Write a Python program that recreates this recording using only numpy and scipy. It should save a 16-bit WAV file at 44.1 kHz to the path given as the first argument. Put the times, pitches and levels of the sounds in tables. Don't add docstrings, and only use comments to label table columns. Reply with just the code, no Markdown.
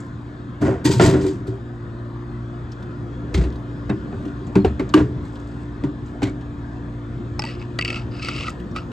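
import sys
import numpy as np
from scipy import signal
from scipy.fft import rfft, irfft, next_fast_len
from scipy.io import wavfile
from scipy.ndimage import uniform_filter1d, minimum_filter1d

SR = 44100
rng = np.random.default_rng(int(sys.argv[2]) if len(sys.argv) > 2 else 0)


def boost_factor(decibels):
    exponent = np.asarray(decibels, float) / 20
    return 10 ** exponent


def log_audio(samples):
    frames = np.atleast_2d(samples).T
    limited = np.clip(frames, -1, 1)
    pcm = np.round(limited * 32767).astype(np.int16)
    wavfile.write(sys.argv[1], SR, pcm)


N = 393357

# pitch_hz, level_db (rms), swing_db, crest_m (place in the room)
HUM_TONES = [(59.6, -46, 8.5, 0.69), (119.5, -44, 11.5, 0.33), (236, -45, 2.5, 0.41),
             (291.3, -40.5, 3, 0.48), (350.8, -45, 4, -0.187)]
# freq_hz, density_db (per Hz)
AIR_SPECTRA = [
    [(15, -43.5), (25, -15), (119, -6), (168, -10.5), (243, -11.5), (297, -17), (364, -14), (419, -23.5),
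     (520, -23.5), (680, -45), (1140, -120)],
    [(280, -27), (480, -14), (624, -2.5), (714, -0.5), (801, -7), (987, -2), (1280, -3), (1550, -4.5),
     (1710, -6), (2210, -25.5), (2400, -47), (3120, -66), (5280, -120)],
    [(1290, -37.0), (2200, -11.5), (2490, -3.5), (2770, -8), (3400, -4.5), (4120, -11.0), (5050, -13.0),
     (5500, -19.0), (6550, -16.5), (8500, -20.5), (11000, -51), (18700, -120)][:-2] + [(11000, -11),
     (16000, -27)],
]
# level_db, nearness_share (dB gained per dB of nearness)
AIR_LEVELS = [
    (-33.5, 1),
    (-45, 0.24),
    (-57.5, 0.58),
]
# freq_hz, likeness (0 to 1)
AIR_LIKENESS = [(60, 1), (400, 0.88), (700, 0.58), (1400, 0.31), (2000, 0.92), (4500, 0.8), (7500, 1),
                (12000, .4)]
# freq_hz, left_lead_rad
FAN_LEAD = [(700, -0.18), (1000, -0.5), (1500, -4.5), (1900, 0.32)]
# freq_hz, left_minus_right_db
FAN_LEAN = [(600, 0), (1400, 5), (2000, 6.5), (2800, -0.5), (4000, 4.5), (6000, -0.5)]
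# time_s, place_m, nearness_db (to the vent)
LISTENER_PATH = [(0, 0.04, -2.5), (1.6, 0.18, -4), (2.3, 0.34, -2.5), (2.75, 0.15, -1), (3.2, 0.47, -0.5),
                 (4.2, 0.45, 2.5), (5.8, 0.56, -1), (6.5, 0.53, -1), (7.2, 0.39, -0.5), (8, 0.29, 1),
                 (8.92, 0.92, 1)]
# start_s, length_s, level_db
RUBS = [
    (0, .01, -50),
    (8.47, .03, -52),
    (4.106, 0.2, -62),
    (5.193, 0.44, -60),
    (6.035, 0.051, -57),
]
# start_s, level_db, pitch_hz
TOUCHES = [(0.002, -36.5, 7500), (2.7178, -36.5, 5260), (2.825, -41.5, 3470), (3.524, -42, 3470),
           (3.5556, -42, 3900), (4.2523, -39.5, 3000), (4.279, -42, 3300), (4.4672, -42, 6900),
           (4.891, -38.5, 4100), (5.3555, -38.5, 3400), (6.0607, -45, 7000), (6.0791, -49, 3500),
           (6.41, -42.5, 3330), (8.599, -37, 3000), (8.712, -45, 5450), (8.488, -37, 4000),
           (8.9164, -35.5, 3250)]
# start_s, level_db, pitch_hz
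RINGS = [(.85, -30, 1900), (.875, -27, 920), (.905, -34, 920), (.86, -25, 4800), (.93, -32, 4980),
         (0.996, -16, 1380), (1.03, -23, 2200), (1.142, -25, 620), (3.345, -35, 2120), (3.355, -38, 4400),
         (3.346, -38, 6300), (3.896, -34, 2620), (3.899, -42, 3740), (4.6, -47, 4220), (4.615, -45, 4200),
         (4.675, -44, 4120), (4.797, -30, 2060), (4.94, -16.5, 1627), (6.226, -36, 2410),
         (6.232, -42, 1580), (6.252, -33, 2050), (6.285, -40, 2250), (0.684, -20, 523)]
# start_s, level_db, pitch_hz
SNAPS = [(.925, -25, 8000), (.937, -22, 5000), (1.023, -22, 5000), (1.066, -16, 6500), (1.069, -18, 5500),
         (1.093, -25, 7000), (1.212, -33, 4700), (1.25, -38, 8000), (3.341, -25, 6040), (3.429, -37, 7500),
         (3.503, -37, 4500), (3.8997, -28.5, 3500), (4.892, -34.5, 7100), (4.961, -30, 3000),
         (6.24, -28, 7050), (6.297, -35.5, 7500), (8.4945, -27, 7000), (8.499, -29, 5000),
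         (8.503, -28.5, 8200)]
# start_s, level_db, pitch_hz, t60_s
BOOMS = [(.63, -11.5, 259, .2), (0.854, -8, 310, .15), (4.129, -22.5, 385, .2), (4.411, -27.5, 382, .2),
         (4.56, -10, 289, .12), (1.25, -14.5, 385, 0.16), (0.624, -13, 301, .3), (.69, -14, 385, .3),
         (0.664, -12, 330, 0.22), (0.898, -9, 385, 0.14), (0.998, -6, 365.6, 0.45),
         (1.148, -5.5, 393.5, 0.27), (1.481, -20, 395, 0.33), (3.344, -18.5, 333.7, 0.55),
         (3.373, -9, 169.8, 0.2), (3.418, -19, 372, 0.32), (3.896, -13.5, 209.8, 0.29),
         (3.908, -16.5, 326, 0.39), (4.262, -22, 290, 0.22), (4.558, -2, 192, 0.15),
         (4.575, -11, 209.8, 0.39), (4.647, -4.5, 425, 0.12), (4.662, -17.5, 308, 0.18),
         (4.797, -13.5, 264.5, 0.17), (4.943, 2, 308.8, 0.29), (4.559, -4, 378, 0.17),
         (4.977, 0.5, 285, 0.21), (4.999, -10.5, 425, 0.4), (4.815, -15, 369, 0.11),
         (5.839, -13, 277, 0.24), (6.223, -13, 270.4, 0.41), (6.271, -22, 291, 0.083)]
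# start_s, level_db, pitch_hz
THUDS = [(0.651, -17.5, 124), (0.852, -13, 131), (.962, -9, 119), (1.054, -10.5, 111.2), (4.563, -18, 96.3),
         (4.974, -16, 89.6), (5.035, -17.5, 80), (0.996, -7.5, 168.6), (1.151, -12.5, 132.7),
         (1.482, -19.5, 112.3), (3.347, -8.5, 69), (3.392, -7.5, 60.4), (3.454, -14, 62.9),
         (4.573, -30.5, 157), (4.643, -17.5, 95.5), (4.661, -14, 73), (5.002, -9.5, 77),
         (5.843, -18, 141.4), (6.23, -18.5, 106)]
# freq_hz, width_hz, level_db
CABINET_MODES = [(61, 6.5, -1.5), (80, 41, 11.5), (129.5, 32, 12.5), (170, 76, -2.5), (194.7, 20, 7),
                 (248.2, 29, -1), (297.2, 15.6, 11), (313.3, 66, 3), (385, 8.3, 11.5), (425, 12, -9),
                 (486, 54, -7.5)]
# freq_hz, width_hz, level_db
PANEL_MODES = [(670, 48, 13), (923, 9.7, 15.5), (1450, 58, -3), (1900, 54, -16)]
# freq_hz, width_hz, level_db
FLAP_MODES = [(920, 29, 6.5), (1550, 75, -3), (1904, 47, -4), (2420, 32, -3.5), (4700, 65, -14),
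              (5200, 80, -10.5), (6120, 86, -15.5), (7940, 170, -6.5)]
# start_s, contact_s, shake_db, clatter_db, rattle_db
BUMPS = [(0.604, 0.069, -22, -26.5, -43), (0.84, 0.0074, -16.5, -36.5, -19.5), (0.9, 0.029, -25, -37, -25),
         (1, 0.054, -11, -22.5, -22.5), (1.049, 0.019, -28.5, -30.5, -28), (1.124, 0.073, -25, -32.5, -47),
         (1.2, 0.018, -27, -48, -38), (0.642, 0.057, -28, -28, -49.5), (4.96, 0.039, -21, -33.5, -46),
         (3.36, 0.053, -31, -40, -49), (1.254, 0.012, -21.5, -56, -35.5), (1.46, 0.012, -36, -58, -48.5)]
# rise_s, fall_db_per_s
BUMP_ANSWER = [
    (0.013, 93.5),
    (0.024, 152),
    (0.015, 208),
    (0.041, 105),
]
# freq_hz, density_db (per Hz)
CLATTER_SPECTRUM = [(260, -23.5), (450, -0.5), (684, -5), (827, -9.5), (1060, -8), (1290, -14.5),
                    (1390, -8), (1690, -13), (2600, -26.5), (3380, -37.5), (5720, -120)]
# freq_hz, density_db (per Hz)
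RATTLE_SPECTRUM = [(1300, -22.5), (2200, -9), (3300, -4.5), (4400, -4), (5100, -3), (5700, -8),
                   (7600, -4.5), (8600, -4), (16000, -6.5)]
# freq_hz, density_db (per Hz)
TICK_SPECTRUM = [(1500, -23.5), (2300, -4), (4000, -3.5), (5500, -12.5), (8500, -14), (11000, -14),
                 (16000, -17)]
# start_s, tick_db, clack_db, low_ring_hz, high_ring_hz
KNOCKS = [(0.854, -19, -25, 950, 4640), (0.996, -12, -7.5, 695, 1900), (1.1374, -32, -19.5, 1000, 1900),
          (1.2384, -34, -32.5, 970, 4720), (1.47, -39.5, -52, 670, 4230), (3.343, -14.5, -25, 1260, 2040),
          (3.3753, -27.5, -30.5, 785, 1950), (3.412, -32.5, -30.5, 695, 1900),
          (3.4364, -29.5, -33.5, 686, 2620), (3.8941, -38.5, -18.5, 736, 1900),
          (4.125, -54, -31.5, 710, 2240), (4.554, -21.5, -15, 895, 2420), (4.646, -22.5, -16, 740, 2680),
          (4.7947, -27.5, -21, 2213, 1220), (4.9385, -7, -5.5, 1162, 2830), (4.961, -38, -20, 1610, 3000),
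          (4.975, -25, -16, 1160, 2520), (4.9992, -61, -21.5, 670, 2430), (5.8364, -32.5, -28, 940, 1950),
          (6.2191, -27, -23.5, 800, 2120), (6.229, -19, -27, 1560, 2110), (6.2694, -35.5, -30, 670, 2200)]
# start_s, body_db, low_ring_db, low_ring_hz, high_ring_db
TILE_TAPS = [(7.393, -22.5, -15, 858, -15.5), (7.42, -26, -26.5, 1540, -24), (7.4381, -26, -22, 880, -37),
             (7.45, -29, -29, 910, -26), (7.462, -32, -33, 1950, -33), (7.47, -30, -38.5, 1950, -31),
             (7.486, -35, -35, 1950, -32), (7.498, -33, -40, 1950, -39), (7.511, -41, -43, 1950, -35),
             (7.788, -15, -18.5, 1950, -16.5), (7.79, -28, -17, 1283, -48), (7.8106, -16, -45, 2120, -23),
             (7.8224, -15, -34, 2100, -29), (7.856, -19, -41, 1950, -39), (7.886, -21, -39, 1290, -33),
             (7.8478, -16, -29, 1950, -18.5), (7.878, -17, -35.5, 1330, -21.5),
             (7.9025, -17, -27, 1280, -31), (7.9265, -21, -29, 1320, -24), (7.9426, -20, -36, 1400, -30),
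             (7.958, -23, -33, 1330, -32), (7.967, -29, -39, 1310, -36), (7.975, -33, -41.5, 1310, -39),
             (7.995, -36, -45, 1330, -42), (7.615, -33.5, -44, 1310, -52), (7.6242, -32.5, -48, 1310, -50),
             (8.1496, -40, -47, 1320, -43), (8.195, -32, -35, 1500, -39), (8.2254, -40, -48, 1300, -34),
             (8.2464, -27, -25, 2220, -21), (8.256, -25, -35.5, 1300, -27), (8.362, -24, -46, 1310, -28),
             (8.441, -28, -33, 1290, -46), (8.466, -42, -29.5, 2220, -47), (8.285, -20.5, -19.5, 1350, -22),
             (8.4082, -19.5, -31.5, 1130, -41), (8.482, -40, -18.5, 1245, -33),
             (8.7616, -26, -19, 1240, -56), (8.7837, -39, -25.5, 1310, -42)]
# start_s, length_s, body_db, low_ring_db, high_ring_db
DRAGS = [(7.437, 0.093, -42.5, -51, -49), (7.575, 0.024, -45, -59, -50), (7.832, 0.15, -38.5, -41, -49),
         (7.966, 0.046, -51.5, -50, -57), (8.091, .05, -52, -55, -55), (8.132, 0.24, -46, -49, -50.5),
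         (8.197, 0.11, -34, -41, -44), (8.287, 0.019, -31.5, -36.5, -45), (8.314, 0.12, -33.5, -41, -45),
         (8.426, 0.043, -35.5, -31.5, -43.5), (8.738, 0.031, -35.5, -30, -44)]
# freq_hz, width_hz, level_db
CAN_MODES = [(2200, 160, -7), (2615, 80, 3.5), (2817, 210, -2.5), (3800, 250, -8), (4730, 294, 3),
             (5100, 190, 3), (6500, 680, -23), (7650, 400, -26), (12200, 1700, -18), (560, 420, -5),
             (880, 110, -15), (1173, 62, 1.5), (1690, 52, -9.5), (1950, 48, 1)]
# freq_hz, left_lead_rad
PORT_LEAD = [(100, 0.15), (400, 0.38), (700, 0.62), (1400, 1.05), (2000, 0), (2800, 0.81), (4000, 0.38),
             (5000, 0.74), (7500, 0), (8500, -2.5), (9500, -0.5), (12000, -6)]
# freq_hz, left_minus_right_db
PORT_LEAN = [(300, 0.7), (1000, -2), (2000, 0), (2800, 2.5), (4000, 2), (6000, 0.5), (9000, 1)]
# freq_hz, gain_db
STEADY_COLOUR = [(25, -9), (45, -.5), (8500, 0), (9000, -7), (9400, -20), (9700, -40), (10800, -40),
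                 (11000, -15), (12500, -14), (14400, -24), (15700, -45)]
# freq_hz, gain_db
ATTACK_COLOUR = [(25, -15), (45, 1), (8500, 1), (9500, -14.5), (10500, -7.5), (12500, -14),
                 (14400, -26), (15700, -51)]

SOUND_M_PER_S = 343
THUD_T60_S, THUD_UNDER_SHAKE_DB = 0.2, -1
VEND_END_S = 1.1
ROLL_FALLING_S, ROLL_HELD_S = 0.46, 0.18
CAN_LOW_HZ, FIRST_RIM_HZ, RIM_HZ = 1312, 5280, 4554
STROKE_RISE_S, STROKE_FALL_DB_PER_S = 0.034, 351
SPARSE_HZ, FAINT_DB, STAND_OUT = 8900, -111, 1.25
SUDDEN_DB, OPEN_S = 11, 0.014


def evened(x):
    return x / np.sqrt(np.mean(x ** 2) + 1e-20)


def peaked(x):
    return x / abs(x).max()


def read(points, hz):
    f, value = np.transpose(points)
    return np.interp(np.log(hz + 1), np.log(f + 1), value)


def add(mix, s, sound):
    part = mix[..., round(s * SR):][..., :sound.shape[-1]]
    part += sound[..., :part.shape[-1]]


def shaped(x, gain):
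    size = next_fast_len(x.shape[-1])
    spectrum = rfft(x, size) * gain(np.fft.rfftfreq(size, 1 / SR))
    return irfft(spectrum, size)[..., :x.shape[-1]]


def colour(x, points):
    return evened(shaped(x, lambda hz: boost_factor(read(points, hz))))


def resonate(x, hz, width):
    r = np.exp(-np.pi * width / SR)
    return 2 * signal.lfilter([1 - r], [1, -r * np.exp(2j * np.pi * hz / SR)], x).real


def resonate_twice(x, hz, width):
    return resonate(resonate(x, hz, width), hz, width)


def modes(x, table):
    return sum((-1) ** k * boost_factor(db) * resonate(x, hz, width) for k, (hz, width, db) in enumerate(table))


def pair(same):
    a, b = rng.standard_normal((2, N))
    side = np.sqrt((1 - np.clip(same, 0, 1)) / 2)
    return np.sqrt(1 - side ** 2) * a + side * b * np.array([[1], [-1]])


def grit(per_s, spread_db):
    return boost_factor(spread_db * np.minimum(rng.exponential(1, N), 4)) * (rng.random(N) < per_s / SR)


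def strike(t, t60):
    a, b = boost_factor(-60 * t / t60) * rng.standard_normal((2, len(t)))
    return np.array([a + 0.26 * b, a - 0.22 * b])


def strokes(starts, lengths, dbs, rise_s, fall_db_s):
    t, power = np.arange(SR // 2) / SR, np.zeros(N)
    for s, length, db in zip(starts, lengths, dbs):
        rise = np.minimum(t / rise_s, 1) ** 2
        fall = boost_factor(db - fall_db_s * np.maximum(t - length, 0))
        add(power, s, (rise * fall) ** 2)
    return np.sqrt(power)


def ring_out(t, hz, db, t60, turn):
    fade = boost_factor(db - 60 * t / (np.clip(t60, .03, 1) * (300 / hz) ** 0.47))
    return (1 - np.exp(-t * hz * 3.3)) ** 2 * fade * np.sin(2 * np.pi * (hz * t + turn))


def along(column):
    return np.interp(np.arange(N) / SR, *np.transpose(LISTENER_PATH)[[0, column]])


def ports(x, lead, lean):
    half = np.array([[.5], [-.5]])
    return shaped(x, lambda hz: np.exp(1j * half * read(lead, hz)) * boost_factor(half * read(lean, hz)))


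def hum():
    t, out, place = np.arange(N) / SR, np.zeros(N), along(column=1)
    for hz, db, swing_db, crest in HUM_TONES:
        gain = boost_factor(db + swing_db * np.cos(2 * 2 * np.pi * hz * (place - crest) / SOUND_M_PER_S))
        waver = sum(np.sin(2 * np.pi * (f * t + rng.random())) / f for f in np.geomspace(.4, 5, 8))
        out += np.sqrt(2) * gain * np.sin(2 * np.pi * (hz * t + 0.15 * waver))
    return out


def fan():
    frames, hz = N // 512 + 5, np.fft.rfftfreq(2048, 1 / SR)
    a, b, c, d, patches = rng.standard_normal((frames, 1025, 5)).T
    patches = evened(uniform_filter1d(uniform_filter1d(patches, 8, 0), 8, 1))
    same = np.clip(read(AIR_LIKENESS, hz), -1, 1)[:, None]
    left = a + 1j * b
    right = same * left + np.sqrt(1 - same ** 2) * (c + 1j * d)
    z = boost_factor(2.34 * patches) * np.array([left, right])
    near_db, out = along(column=2), np.zeros((2, N))
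    for spectrum, (db, share) in zip(AIR_SPECTRA, AIR_LEVELS):
        coloured = z * boost_factor(read(spectrum, hz))[:, None]
        layer = signal.istft(coloured, nperseg=2048, noverlap=1536)[1][:, :N]
        out += evened(layer) * boost_factor(db + share * near_db)
    return out


def rubs():
    skin = (1 + evened(uniform_filter1d(grit(200, 3.6), 300))) * pair(.9)
    return strokes(*np.transpose(RUBS), 0.042, 200) * colour(skin, RATTLE_SPECTRUM)


def touches():
    t, out = np.arange(2000) / SR, np.zeros((2, N))
    for s, db, hz in TOUCHES:
        scratch = strike(t, 0.06) * (1 - np.exp(-t / 0.00075))
        edge = peaked(np.diff(scratch, prepend=0))
        add(out, s, boost_factor(db) * peaked(peaked(resonate(scratch, hz, 900)) + .5 * edge))
    for s, db, hz in RINGS:
        add(out, s, boost_factor(db) * peaked(resonate_twice(strike(t, 0.025), hz, 97)))
    for s, db, hz in SNAPS:
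        snap = strike(t, .012)
        edge = peaked(np.diff(snap, prepend=0))
        add(out, s, boost_factor(db) * peaked(peaked(resonate(snap, hz, 1400)) + .8 * edge))
    return out


def booms():
    t, out = np.arange(SR // 2) / SR, np.zeros(N)
    phases = rng.random((len(BOOMS), 1 + len(CABINET_MODES)))
    for (s, boom_db, boom_hz, t60), phase in zip(BOOMS, phases):
        rings = [(boom_hz, boom_db - 6.5)]
        for hz, width, db in CABINET_MODES:
            octaves_off = abs(np.log2(hz / boom_hz))
            rings.append((hz, boom_db - 15.0 + db - 12 * octaves_off))
        add(out, s, sum(ring_out(t, hz, db, t60, turn) for (hz, db), turn in zip(rings, phase)))
    for s, db, hz in THUDS:
        add(out, s, ring_out(t, hz, db, THUD_T60_S, turn=0))
    return out


def tumble():
    s, length, *dbs = np.transpose(BUMPS)
    dbs.append(dbs[0] + THUD_UNDER_SHAKE_DB)
    shake, clatter, rattle, thud = (strokes(s, length, db, *way) for db, way in zip(dbs, BUMP_ANSWER))
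    blows = rng.standard_normal(N) * (1 + evened(grit(400, 2.0)))
    hits = (2 + evened(uniform_filter1d(grit(600, 2.2), 140))) * pair(.8)
    cabinet = shake * evened(modes(blows, CABINET_MODES[3:])) + thud * evened(modes(blows, CABINET_MODES[:3]))
    panels = evened(colour(hits, CLATTER_SPECTRUM) + 0.41 * evened(modes(hits, PANEL_MODES)))
    metal = colour(hits, RATTLE_SPECTRUM) + 0.67 * evened(modes(hits, FLAP_MODES))
    return cabinet + clatter * panels + rattle * metal


def knocks():
    t, out = np.arange(SR // 2) / SR, np.zeros((2, N))
    noise = pair(0.89)
    bright, hollow = colour(noise, TICK_SPECTRUM), colour(noise, CLATTER_SPECTRUM)
    rise = 1 - np.exp(-t / 0.0023)
    for s, tick_db, clack_db, ring_hz, high_hz in KNOCKS:
        t60 = ROLL_FALLING_S if s < VEND_END_S else ROLL_HELD_S
        part = slice(round(s * SR), round(s * SR) + len(t))
        roll = boost_factor(-8.0 - 60 * t / np.clip(t60, .03, .5))
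        blow = strike(t, 0.012) + 0.15 * roll * noise[:, part]
        tick = (boost_factor(-60 * t / 0.026) + roll) * bright[:, part]
        tick += 0.28 * peaked(modes(blow, CAN_MODES[:8]))
        tick += 2.2 * peaked(resonate_twice(blow, high_hz, 420))
        ring = peaked(resonate(blow, ring_hz, 65)) + 0.37 * peaked(modes(blow, CAN_MODES[9:]))
        clack = (boost_factor(-60 * t / 0.12) + 2.9 * roll) * hollow[:, part] + 5.2 * ring
        add(out, s, rise * (boost_factor(tick_db - 9.0) * tick + boost_factor(clack_db - 13.0) * clack))
    return out


def tile_taps():
    t, out = np.arange(5000) / SR, np.zeros((2, N))
    for s, db, low_db, low_hz, high_db in TILE_TAPS:
        rim_hz = FIRST_RIM_HZ if s == TILE_TAPS[0][0] else RIM_HZ
        chatter = 0.05 * strike(t, 0.06)
        blow = (1 - np.exp(-t / .0009)) * (strike(t, 0.009) + chatter)
        body = peaked(modes(blow, CAN_MODES[:3]))
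        low = peaked(resonate_twice(blow, low_hz, 150)) + 1.32 * peaked(modes(blow, CAN_MODES[9:]))
        high = peaked(resonate_twice(blow, rim_hz, 240)) + 0.97 * peaked(modes(blow, CAN_MODES[3:9]))
        high += 0.27 * peaked(resonate(blow, 7660, 500))
        add(out, s, boost_factor(db) * body + boost_factor(low_db - 3) * low + boost_factor(high_db - 4.5) * high)
    return out


def rim_drag():
    s, length, *dbs = np.transpose(DRAGS)
    body_gain, low_gain, high_gain = (
        strokes(s, length, db, STROKE_RISE_S, STROKE_FALL_DB_PER_S) for db in dbs)
    slips = (1.5 + evened(uniform_filter1d(grit(450, 2.5), 70))) * pair(.93)
    body = evened(modes(slips, CAN_MODES[:3]) + 0.14 * resonate(slips, 2000, 1400))
    high = evened(modes(slips, CAN_MODES[3:9]) + 0.045 * resonate(slips, 6700, 3000))
    low = evened(resonate_twice(slips, CAN_LOW_HZ, 190))
    return body_gain * body + high_gain * high + low_gain * low


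def scene():
    air = ports(fan(), FAN_LEAD, FAN_LEAN) + hum()
    close = touches() + booms() + tumble() + knocks() + tile_taps() + rim_drag()
    return ports(air + rubs() + close, PORT_LEAD, PORT_LEAN)


def ducked_by_blows(x):
    power_db = 10 * np.log10(abs(uniform_filter1d((x ** 2).mean(0), 400)) + 1e-12)
    recovery_db = np.arange(N) * 30 / SR
    held_db = np.maximum.accumulate(power_db + recovery_db) - recovery_db
    over_db = np.maximum(held_db + 6.5, 0)
    return np.tanh(x / boost_factor(.7 * uniform_filter1d(over_db, 300)))


def thinned(x):
    hz, t, z = signal.stft(x, SR, nperseg=1024)
    strength = abs(z).mean(0)
    floor = np.maximum(boost_factor(FAINT_DB), STAND_OUT * uniform_filter1d(strength, size=24, axis=0))
    keep = (strength > floor) | (hz < SPARSE_HZ)[:, None]
    return signal.istft(z * keep, SR, nperseg=1024)[1][:, :N]


def sudden(x):
    power = np.diff(x.mean(0), 2, prepend=0, append=0) ** 2
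    before = np.roll(uniform_filter1d(power, size=600), 450)
    jump = 1. * (uniform_filter1d(power, size=150) > boost_factor(2 * SUDDEN_DB) * before)
    held = 1 - minimum_filter1d(1 - jump, size=round(OPEN_S * SR), origin=round(OPEN_S * SR / 4))
    return uniform_filter1d(held, size=100)


def band_limit(x):
    return signal.sosfilt(signal.butter(12, 15600, fs=SR, output="sos"), x)


def record(dry):
    ducked = ducked_by_blows(dry)
    steady = thinned(shaped(ducked, lambda hz: boost_factor(read(STEADY_COLOUR, hz))))
    attack = shaped(ducked, lambda hz: boost_factor(read(ATTACK_COLOUR, hz)))
    opened = sudden(ducked)
    return band_limit((1 - opened) * steady + opened * attack)


dry = scene()
out = record(dry)
log_audio(out)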